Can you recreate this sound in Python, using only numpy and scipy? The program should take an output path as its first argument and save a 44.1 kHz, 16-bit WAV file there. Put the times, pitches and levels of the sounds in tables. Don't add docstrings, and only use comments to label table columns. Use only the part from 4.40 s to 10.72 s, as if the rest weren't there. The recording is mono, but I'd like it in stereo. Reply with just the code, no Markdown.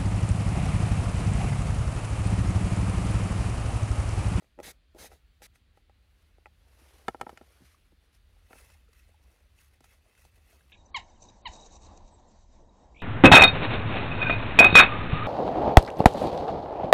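import sys
import numpy as np
from scipy import signal
from scipy.io import wavfile
from scipy.ndimage import uniform_filter1d

SR = 44100
rng = np.random.default_rng(int(sys.argv[2]) if len(sys.argv) > 2 else 0)


def invert_db(level):
    return 10 ** (np.asarray(level, dtype=float) / 20)


def transcribe(signal):
    frames = np.atleast_2d(signal).T
    limited = np.clip(frames, -1, 1)
    pcm = np.round(limited * 32767).astype(np.int16)
    wavfile.write(sys.argv[1], SR, pcm)


N = 278712
T = np.arange(N) / SR

# (hold begins [s], hold [s], time to fade 20 dB [s], rasp [dB], squelch [dB])
KNEAD_STROKES = [(4.11, 0.044, 0.04, -64, -61.5), (4.17, 0.026, 0.24, -56.5, -66.5),
                 (4.3, .01, 0.19, -65, -70), (4.545, .005, 0.118, -65.5, -76.5),
                 (4.59, 0.00437, .14, -63.5, -84), (4.69, .005, 0.15, -70.5, -74.5),
                 (4.836, .003, 0.023, -67, -73), (4.9, .04, 0.42, -68.5, -70.5),
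                 (5.21, 0.0098, 0.12, -59.5, -74.5), (5.338, .005, 0.066, -69, -74.5),
                 (5.45, .003, 0.065, -60.5, -71.5), (5.49, 0.058, 0.074, -65, -73.5),
                 (5.66, 0.074, 0.29, -70.5, -72.5), (5.78, 0.081, 0.12, -65, -75),
                 (5.96, 0.0038, .12, -66.5, -68), (6.105, 0.025, 0.261, -63, -69.5),
                 (6.31, 0.013, 0.26, -69, -72)]
# (attack [share of fade], body starts early by [s], sag at the hold's ends [dB])
KNEAD_ONSET = (0.59, 0.004, 0.94)
# (frequency [Hz], relative level [dB per Hz])
HOLLOW_COLOUR = [(120, -18), (250, -6), (500, 1.5), (800, -2.5), (1200, -8.5), (1800, -33)]
# (frequency [Hz], likeness [0-1], right leads by [radians], left over right [dB])
BOTTLE_STEREO = [(150, 1, 0.1, 3), (350, 0.9, 1, 1.5), (550, 0.88, 0.76, 3.5), (900, 0.7, 1.14, -4.5),
                 (1415, 0.59, 0, -0.5), (2110, 0.74, 0.3, -2), (3013, 0.43, -2.5, -1),
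                 (4020, 0.41, -0.94, 1), (5860, 0.097, 3, 3.5), (9000, 0.29, -0.5, -0.5),
                 (10000, 0.93, -1.32, -2.5)]
# (frequency [Hz], likeness [0-1], right leads by [radians], left over right [dB])
SLEEVE_BAIT_STEREO = [(150, .85, 1.5, 3.5), (339, 0.85, 0.5, 2.5), (550.5, 0.86, 1.55, 4),
                      (980, 0.25, 0.5, 3.5), (2010, .5, -0.85, 2), (3000, 0.34, -1.5, -1),
                      (3970, 0.18, -4, 1), (6200, .3, 0, 4), (9000, 0.12, 2.5, -6), (10200, .5, -1.11, -2)]


def evened(x):
    return x / np.sqrt(np.mean(x ** 2) + 1e-20)


def read(points, hz):
    f, value = np.transpose(points)
    return np.interp(np.log(hz + 1), np.log(f + 1), value)


def stereo_at(table, hz):
    f, *columns = np.transpose(table)
    same, lead, pan_db = (read(np.transpose([f, column]), hz) for column in columns)
    return np.clip(same, 0, 1), lead, pan_db


def add(mix, s, sound, pan_db):
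    part = mix[:, round(s * SR):][:, :sound.shape[-1]]
    gains = invert_db(np.array([[0.5], [-0.5]]) * pan_db)
    part += gains * sound[..., :part.shape[1]]


def noise(colour, stereo, rings=(), patchy_db=0.0, size=256):
    frames = 4 * N // size + 5
    hz = np.fft.rfftfreq(size, 1 / SR)
    a, b, c, d, patches = rng.standard_normal((frames, len(hz), 5)).T
    patches = uniform_filter1d(patches, size=5, axis=0)
    patches = evened(uniform_filter1d(patches, size=9, axis=1))
    db = read(colour, hz)
    for f, width, top in rings:
        db = db + top / (1 + (2 * (hz - f) / width) ** 2)
    same, lead, pan_db = np.array(stereo_at(stereo, hz))[:, :, None]
    left = a + 1j * b
    right = same * left * np.exp(1j * lead) + np.sqrt(1 - same ** 2) * (c + 1j * d)
    spectra = np.array([left * invert_db(pan_db / 2), right * invert_db(-pan_db / 2)])
    spectra = spectra * invert_db(db[:, None] + patchy_db * patches)
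    sound = signal.istft(spectra, nperseg=size, noverlap=3 * size // 4)[1]
    return evened(sound[:, :N])


def grainy(depth_db, grain_s):
    width = max(round(grain_s * SR), 1)
    jumps = evened(uniform_filter1d(rng.standard_normal(N), width))
    return evened(invert_db(depth_db * jumps))


def pressure(strokes, onset, t):
    s, hold, fade, rasp_db, body_db = np.transpose(strokes)[:, :, None]
    share, lead, arch_db = onset
    fade_db = 20 * np.maximum(t - s - hold, 0) / fade
    sag_db = fade_db + arch_db * np.minimum((2 * (t - s) / hold - 1) ** 2, 1)
    rasp_attack_db = 20 * np.maximum(s - t, 0) / (share * fade)
    body_attack_db = 20 * np.maximum(s - lead - t, 0) / (share * fade)
    rasp = invert_db(rasp_db - sag_db - rasp_attack_db)
    body = invert_db(body_db - sag_db - body_attack_db)
    return np.linalg.norm(rasp, axis=0), np.linalg.norm(body, axis=0)


def rubbing(strokes, onset, colour, rings, low, stereo, grain_db, grain_s, body_grain_db, patchy_db):
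    coarse = T[::32]
    rasp, body = (np.interp(T, coarse, gain) for gain in pressure(strokes, onset, coarse))
    bright = noise([(500, -40)] + colour, stereo, rings, patchy_db, size=512)
    hollow = noise(low, stereo, (), patchy_db, size=512)
    rasping = rasp * grainy(grain_db, grain_s) * bright
    lumps = body * grainy(body_grain_db, 0.011) * hollow
    return rasping + lumps


def crack(t60):
    t = np.arange(1500) / SR
    left, right, both = rng.standard_normal((3, len(t)))
    band = signal.butter(2, [1500, 9500], "bandpass", fs=SR, output="sos")
    snap = signal.sosfilt(band, np.array([left, right]) + 0.19 * both)
    decay = invert_db(-60 * t / t60) + 0.081 * invert_db(-60 * t / 0.05)
    return snap * (1 - np.exp(-t / 0.00056)) * decay


def knocks(rows, modes, stereo, below_db, rise_ms, crack_t60, delay_s):
    out = np.zeros((2, N))
    t = np.arange(3000) / SR
    f, top, t60 = np.transpose(modes)[:, :, None]
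    alike, lead, side_db = stereo_at(stereo, f)
    rise = rise_ms / np.sqrt(f * 1000)
    for s, db, hz, bright_db, soft_db in rows:
        phase, detune, stray = rng.random((len(modes), 3)).T[:, :, None]
        octaves = np.log2(f / hz)
        loss_db = np.where(octaves > 0, soft_db * octaves, -below_db * octaves)
        share = invert_db(top - loss_db)
        share *= invert_db(db) / np.linalg.norm(share)
        swell = 1 - np.exp(-(t / rise) ** 2)
        shape = share * swell * invert_db(-60 * np.maximum(t - rise, 0) / t60)
        angle = 2 * np.pi * (f * (1 + 0.05 * (detune - 0.5)) * t + phase)
        turn = lead + np.arccos(alike) * np.sqrt(12) * (stray - 0.5)
        left = (shape * invert_db(side_db / 2) * np.sin(angle)).sum(0)
        right = (shape * invert_db(-side_db / 2) * np.sin(angle + turn)).sum(0)
        start = s + delay_s
        add(out, start, np.array([left, right]), 0.6)
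        add(out, start, invert_db(db + bright_db + 1.9) * crack(crack_t60), 0.6)
    return out


def twist_cap():
    # (hold begins [s], hold [s], time to fade 20 dB [s], rasp [dB], hollow body [dB])
    twist_strokes = [(.03, 0.0044, 0.2, -71.5, -74), (.205, 0.0055, 0.01, -64, -56.5),
                     (.232, 0.084, 0.0074, -45, -53.5), (.33, .005, 0.06, -71, -69),
                     (.565, .01, .02, -66, -58), (.588, 0.085, 0.02, -48, -54), (.716, .03, .07, -61, -63),
                     (1.02, 0.047, 0.0039, -51, -60), (1.157, 0.0042, 0.04, -63, -75),
                     (1.372, 0.0039, .07, -72, -74)]
    # (attack [share of fade], body starts early by [s], sag at the hold's ends [dB])
    twist_onset = (0.74, 0.016, 3.16)
    # (frequency [Hz], relative level [dB per Hz])
    scrape_colour = [(710, -65), (1200, -13), (1590, -5.5), (1850, -2), (2480, -8), (3790, -7.5),
                     (7410, -11), (10000, -11), (14700, -14), (16000, -37)]
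    # (frequency [Hz], width [Hz], boost [dB])
    cap_rings = [(1790, 200, -4), (3900, 128, 5), (6316, 355, 5.5), (10070, 520, 4)]
    # (frequency [Hz], relative level [dB per Hz])
    bottle_body = [(90, -10.5), (140, -0.5), (250, -7.5), (500, 1), (800, -3.5), (1200, -14.5),
                   (1800, -29.5)]
    return rubbing(twist_strokes, twist_onset, scrape_colour, cap_rings, bottle_body, BOTTLE_STEREO,
                   grain_db=1.1, grain_s=0.00081, body_grain_db=3.4, patchy_db=1.5)


def knock_bottle():
    # (time before a small delay [s], level [dB], favoured pitch [Hz],
    # crack against level before a shared gain [dB], softness: loss above that pitch [dB per octave])
    bottle_blows = [(.021, -50, 544, -25, 8), (.042, -49.5, 479, -16.5, 9.5), (.177, -41, 390, -31, 18),
                    (.188, -25.5, 390, -31, 13.5), (.2, -28, 567, -16, 13.5), (.213, -42, 536, -30, 16),
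                    (.547, -38.5, 350, -20, 17), (.559, -43, 439, -22, 17), (.643, -35, 425, -13, 14),
                    (.656, -44, 524, -11, 1), (.703, -50, 500, -25, 16), (.715, -40, 690, -25, 13),
                    (.721, -46, 800, -22, 12), (.73, -46, 865, -22, 15), (1.019, -41, 684, -9, 7),
                    (1.156, -51, 1170, -7, 1), (1.373, -48, 810, -17, 13), (1.495, -50, 810, -20, 12.5),
                    (1.982, -50, 355, -15.5, 10.5), (2.057, -36.5, 939, -18.5, 5.5),
                    (2.065, -42.5, 896, -16, 16)]
    # (frequency [Hz], relative level [dB], time to fade 60 dB [s])
    bottle_modes = [(349, -12.5, 0.027), (515, -5, 0.011), (635, -15, 0.03), (810, -8, 0.042),
                    (1311, -5, 0.017), (1950, -0.5, 0.019), (2580, 3, 0.012), (3580, -14, .01)]
    return knocks(bottle_blows, bottle_modes, BOTTLE_STEREO,
                  below_db=6.1, rise_ms=1.25, crack_t60=0.011, delay_s=0.0003)


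def knock_tub():
    # (time before a small delay [s], level [dB], favoured pitch [Hz],
    # crack against level before a shared gain [dB], softness: loss above that pitch [dB per octave])
    tub_blows = [(2.412, -49.5, 302, -24, 12.6), (2.68, -12, 900, -22, 5.8), (2.703, -51, 855, -17, 6),
                 (2.744, -31, 745, -28, 8.9), (2.796, -45, 773, -13, 7), (2.81, -20.5, 1000, -14, 5),
                 (2.827, -36.5, 360, -32.5, 6.7), (2.864, -27.5, 940, -41.5, 13.5),
                 (2.891, -33, 780, -16, 4.2), (2.926, -42, 414, -20, 14), (2.972, -39.5, 2300, -7, 6.3),
                 (3.009, -38.5, 343, -29, 5.4), (3.201, -50, 200, -23, 11), (3.217, -49, 220, -22, 12),
                 (3.233, -50, 150, -25, 16), (3.518, -53, 400, -20, 16), (3.527, -53, 190, -25, 16),
                 (4.105, -45, 586, -21, 9.1), (4.121, -55, 2130, -13.5, 7), (4.128, -41, 2100, -18, 6),
                 (4.129, -44, 620, -30, 14), (4.152, -46.5, 730, -17.5, 12), (4.299, -55.5, 2000, 1, 5.6),
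                 (5.404, -50, 258, -3.5, 5.4), (5.44, -53.5, 1410, 5.5, 7.6), (5.454, -59.5, 2060, -15, 7),
                 (5.848, -52.5, 708, 0, 6)]
    # (frequency [Hz], relative level [dB], time to fade 60 dB [s])
    tub_modes = [(130.2, -14.5, .06), (178, -14, 0.045), (250, -6.5, .038), (358, -5.5, .035),
                 (478, -6.5, .035), (650, -7, 0.031), (810, -1, .027), (934, -4, 0.02), (1343, -3, 0.032),
                 (1600, -10, .022), (1820, -7.5, .028), (2153, -8.5, 0.025), (2396, -10, 0.02),
                 (2953, -10.5, 0.032), (3465, -9.5, 0.021), (4280, -13, .018), (4880, -13, .018)]
    # (frequency [Hz], likeness [0-1], right leads by [radians], left over right [dB])
    tub_stereo = [(200, .97, .3, 1.5), (380, .93, .5, 2), (700, .92, .6, -3), (1400, .88, -.8, -3),
                  (2100, .85, 0, -4), (2900, .65, -.9, -4), (4000, .5, -.7, 0), (5000, .4, -1.6, 2)]
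    return knocks(tub_blows, tub_modes, tub_stereo,
                  below_db=4.5, rise_ms=1.2, crack_t60=0.024, delay_s=0.0016)


def knead_bait():
    # (frequency [Hz], relative level [dB per Hz])
    bait_colour = [(710, -24.5), (1200, -6), (2680, -12), (2950, -8.5), (6160, -9), (7410, -13),
                   (10000, -8), (14800, -14.5), (16000, -21)]
    # (frequency [Hz], width [Hz], boost [dB])
    tub_rings = [(2050, 440, 10), (2625, 113, 22), (10100, 410, -0.5)]
    return rubbing(KNEAD_STROKES, KNEAD_ONSET, bait_colour, tub_rings, HOLLOW_COLOUR, SLEEVE_BAIT_STEREO,
                   grain_db=1.7, grain_s=0.004, body_grain_db=2.8, patchy_db=2.4)


def pop_crumbs():
    per_s, spread_db, level_db = 40.0, 3.3, -26.0
    first = KNEAD_STROKES[0][0]
    span = N / SR - first
    out = np.zeros((2, N))
    t = np.arange(600) / SR
    count = 400
    for when, pitch, size, pan, keep in rng.random((count, 5)):
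        if keep < per_s * span / count:
            at = first + when * span
            cycles = 400 * 9 ** pitch * t
            push = pressure(KNEAD_STROKES, KNEAD_ONSET, at)[0] ** 0.59
            pop_db = level_db - spread_db * np.log(1 - 0.98 * size)
            pop = np.sin(2 * np.pi * cycles) * cycles * np.exp(-cycles / 1.24)
            add(out, at, push * invert_db(pop_db) * pop, 8 * (pan - 0.4))
    return out


def tick_tub():
    # (time [s], level [dB], pitch [Hz], crack against level [dB],
    # left over right [dB])
    tick_rows = [(3.345, -52, 1157, -36, 9.5), (4.481, -58, 1330, -31.5, 0), (4.487, -58, 450, -20, 9),
                 (4.531, -62, 1170, -1.5, -1.5), (4.688, -60, 647, -16.5, 5), (4.743, -54.5, 852, -24, 5),
                 (5.188, -47.5, 2680, -22.5, -6), (5.661, -57, 640, -27, 3.5), (5.684, -61, 402, -13.5, -1),
                 (5.751, -52.5, 2070, -16, -4), (5.777, -55.5, 1470, -16, -3),
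                 (6.128, -53.5, 658, -15.5, -1), (6.208, -51.5, 1620, -27.5, 1.5),
                 (6.298, -51.5, 2670, -28, 0.5)]
    out = np.zeros((2, N))
    t = np.arange(1500) / SR
    for s, db, hz, bright_db, pan_db in tick_rows:
        cycles = hz * t
        shape = np.exp(-cycles / 3.0) * (1 - np.exp(-cycles / 1.87))
        add(out, s, invert_db(db + 3.0) * np.sin(2 * np.pi * cycles) * shape, pan_db)
        add(out, s, invert_db(db + bright_db + 12.5) * crack(0.02), pan_db)
    return out


def swish_sleeve():
    # (hold begins [s], hold [s], time to fade 20 dB [s], swish [dB], low rustle [dB])
    sleeve_strokes = [(1.82, 0.012, 0.42, -73.5, -75.5), (2.41, 0.185, 0.36, -62.5, -65),
                      (2.69, 0.0066, 0.114, -61.5, -66), (2.8, 0.019, .2, -74, -65),
                      (2.9, 0.0066, 0.22, -61.5, -59.5), (3.12, 0.017, 0.33, -65, -69.5),
                      (3.25, 0.053, 0.17, -63.5, -73), (3.45, 0.038, .2, -74.5, -88),
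                      (3.64, .01, .15, -73, -76.5), (3.75, .005, .05, -62.5, -76),
                      (3.93, 0.087, 0.36, -74.5, -76.5)]
    # (attack [share of fade], body starts early by [s], sag at the hold's ends [dB])
    sleeve_onset = (0.93, .001, 1.2)
    # (frequency [Hz], relative level [dB per Hz])
    cloth_colour = [(710, -32.5), (1200, -3), (2110, -3), (5130, -7.5), (5590, -8.5), (7490, -14),
                    (10000, -8.5), (12500, -12), (14800, -18), (16000, -58.5)]
    return rubbing(sleeve_strokes, sleeve_onset, cloth_colour, (), HOLLOW_COLOUR, SLEEVE_BAIT_STEREO,
                   grain_db=1.5, grain_s=0.008, body_grain_db=2.87, patchy_db=1.6)


def wind():
    # (frequency [Hz], relative level [dB per Hz])
    wind_colour = [(18, -22.5), (40, -2), (55, -2.5), (80, -4), (100, -9.5), (130, -21.5), (200, -32.5),
                   (400, -47.5)]
    # (frequency [Hz], likeness [0-1], right leads by [radians], left over right [dB])
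    wind_stereo = [(20, .9, .01, .7), (200, .82, .01, .7)]
    # (frequency [Hz], width [Hz], boost [dB])
    moan_rings = [(41, 9, 5), (67, 14, 8)]
    # (time [s], level [dB])
    rumble_levels = [(0.0, -72.5), (0.26, -56), (0.42, -66), (0.58, -58), (1.21, -63.5), (2.76, -59),
                     (2.92, -62.5), (3.68, -62.5), (3.7, -70), (3.8, -58.5), (4.91, -59.5), (5.0, -70.5),
                     (5.03, -59), (5.14, -62), (5.65, -64), (5.74, -77), (5.79, -60), (6.32, -62.5)]
    s, db = np.transpose(rumble_levels)
    rumble = noise(wind_colour, wind_stereo, moan_rings, patchy_db=2.1, size=8192)
    power = (rumble ** 2).mean(0)
    own_swell = np.sqrt(uniform_filter1d(power, size=SR // 6) + 0.013)
    return invert_db(np.interp(T, s, db)) * rumble / own_swell


def airy_hiss():
    # (frequency [Hz], relative level [dB per Hz])
    air_colour = [(90, -15.5), (130, 2), (200, -2.5), (380, -7.5), (600, -10.5), (950, -14.5), (1400, -12),
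                  (2600, -13.5), (4700, -17), (5300, -26.5), (8000, -31), (10000, -27), (12000, -50.5),
                  (16000, -38)]
    # (frequency [Hz], likeness [0-1], right leads by [radians], left over right [dB])
    air_stereo = [(100, 0.98, -0.024, 3), (400, 0.1, -.3, 3), (900, .2, 0, 1), (2000, 0.4, 0.054, 10),
                  (3510, 0.1, 0, 14), (6000, 0.3, 0, 6.5), (9000, .3, 0, -3), (10760, .6, 0, -3)]
    return invert_db(-71.5) * noise(air_colour, air_stereo, patchy_db=1.44, size=1024)


def scene():
    bottle = twist_cap() + knock_bottle()
    tub = knock_tub() + tick_tub()
    bait = knead_bait() + pop_crumbs()
    background = wind() + airy_hiss()
    return bottle + tub + bait + swish_sleeve() + background


def low_pass(x):
    return signal.sosfilt(signal.butter(12, 16340, fs=SR, output="sos"), x)


def record(dry):
    # (lower edge [Hz], upper edge [Hz])
    mono_band = [11000, 14000]
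    mid = (dry[0] + dry[1]) / 2
    side = (dry[0] - dry[1]) / 2
    side_cut = signal.butter(6, mono_band, "bandstop", fs=SR, output="sos")
    side = signal.sosfiltfilt(side_cut, side)
    bass_cut = signal.butter(6, 37, "highpass", fs=SR, output="sos")
    top_cut = signal.ellip(8, 0.5, 60, 15800, fs=SR, output="sos")
    stereo = np.array([mid + side, mid - side])
    finished = signal.sosfilt(np.vstack([bass_cut, top_cut]), stereo)
    return low_pass(finished)


dry = scene()
out = record(dry)
transcribe(out)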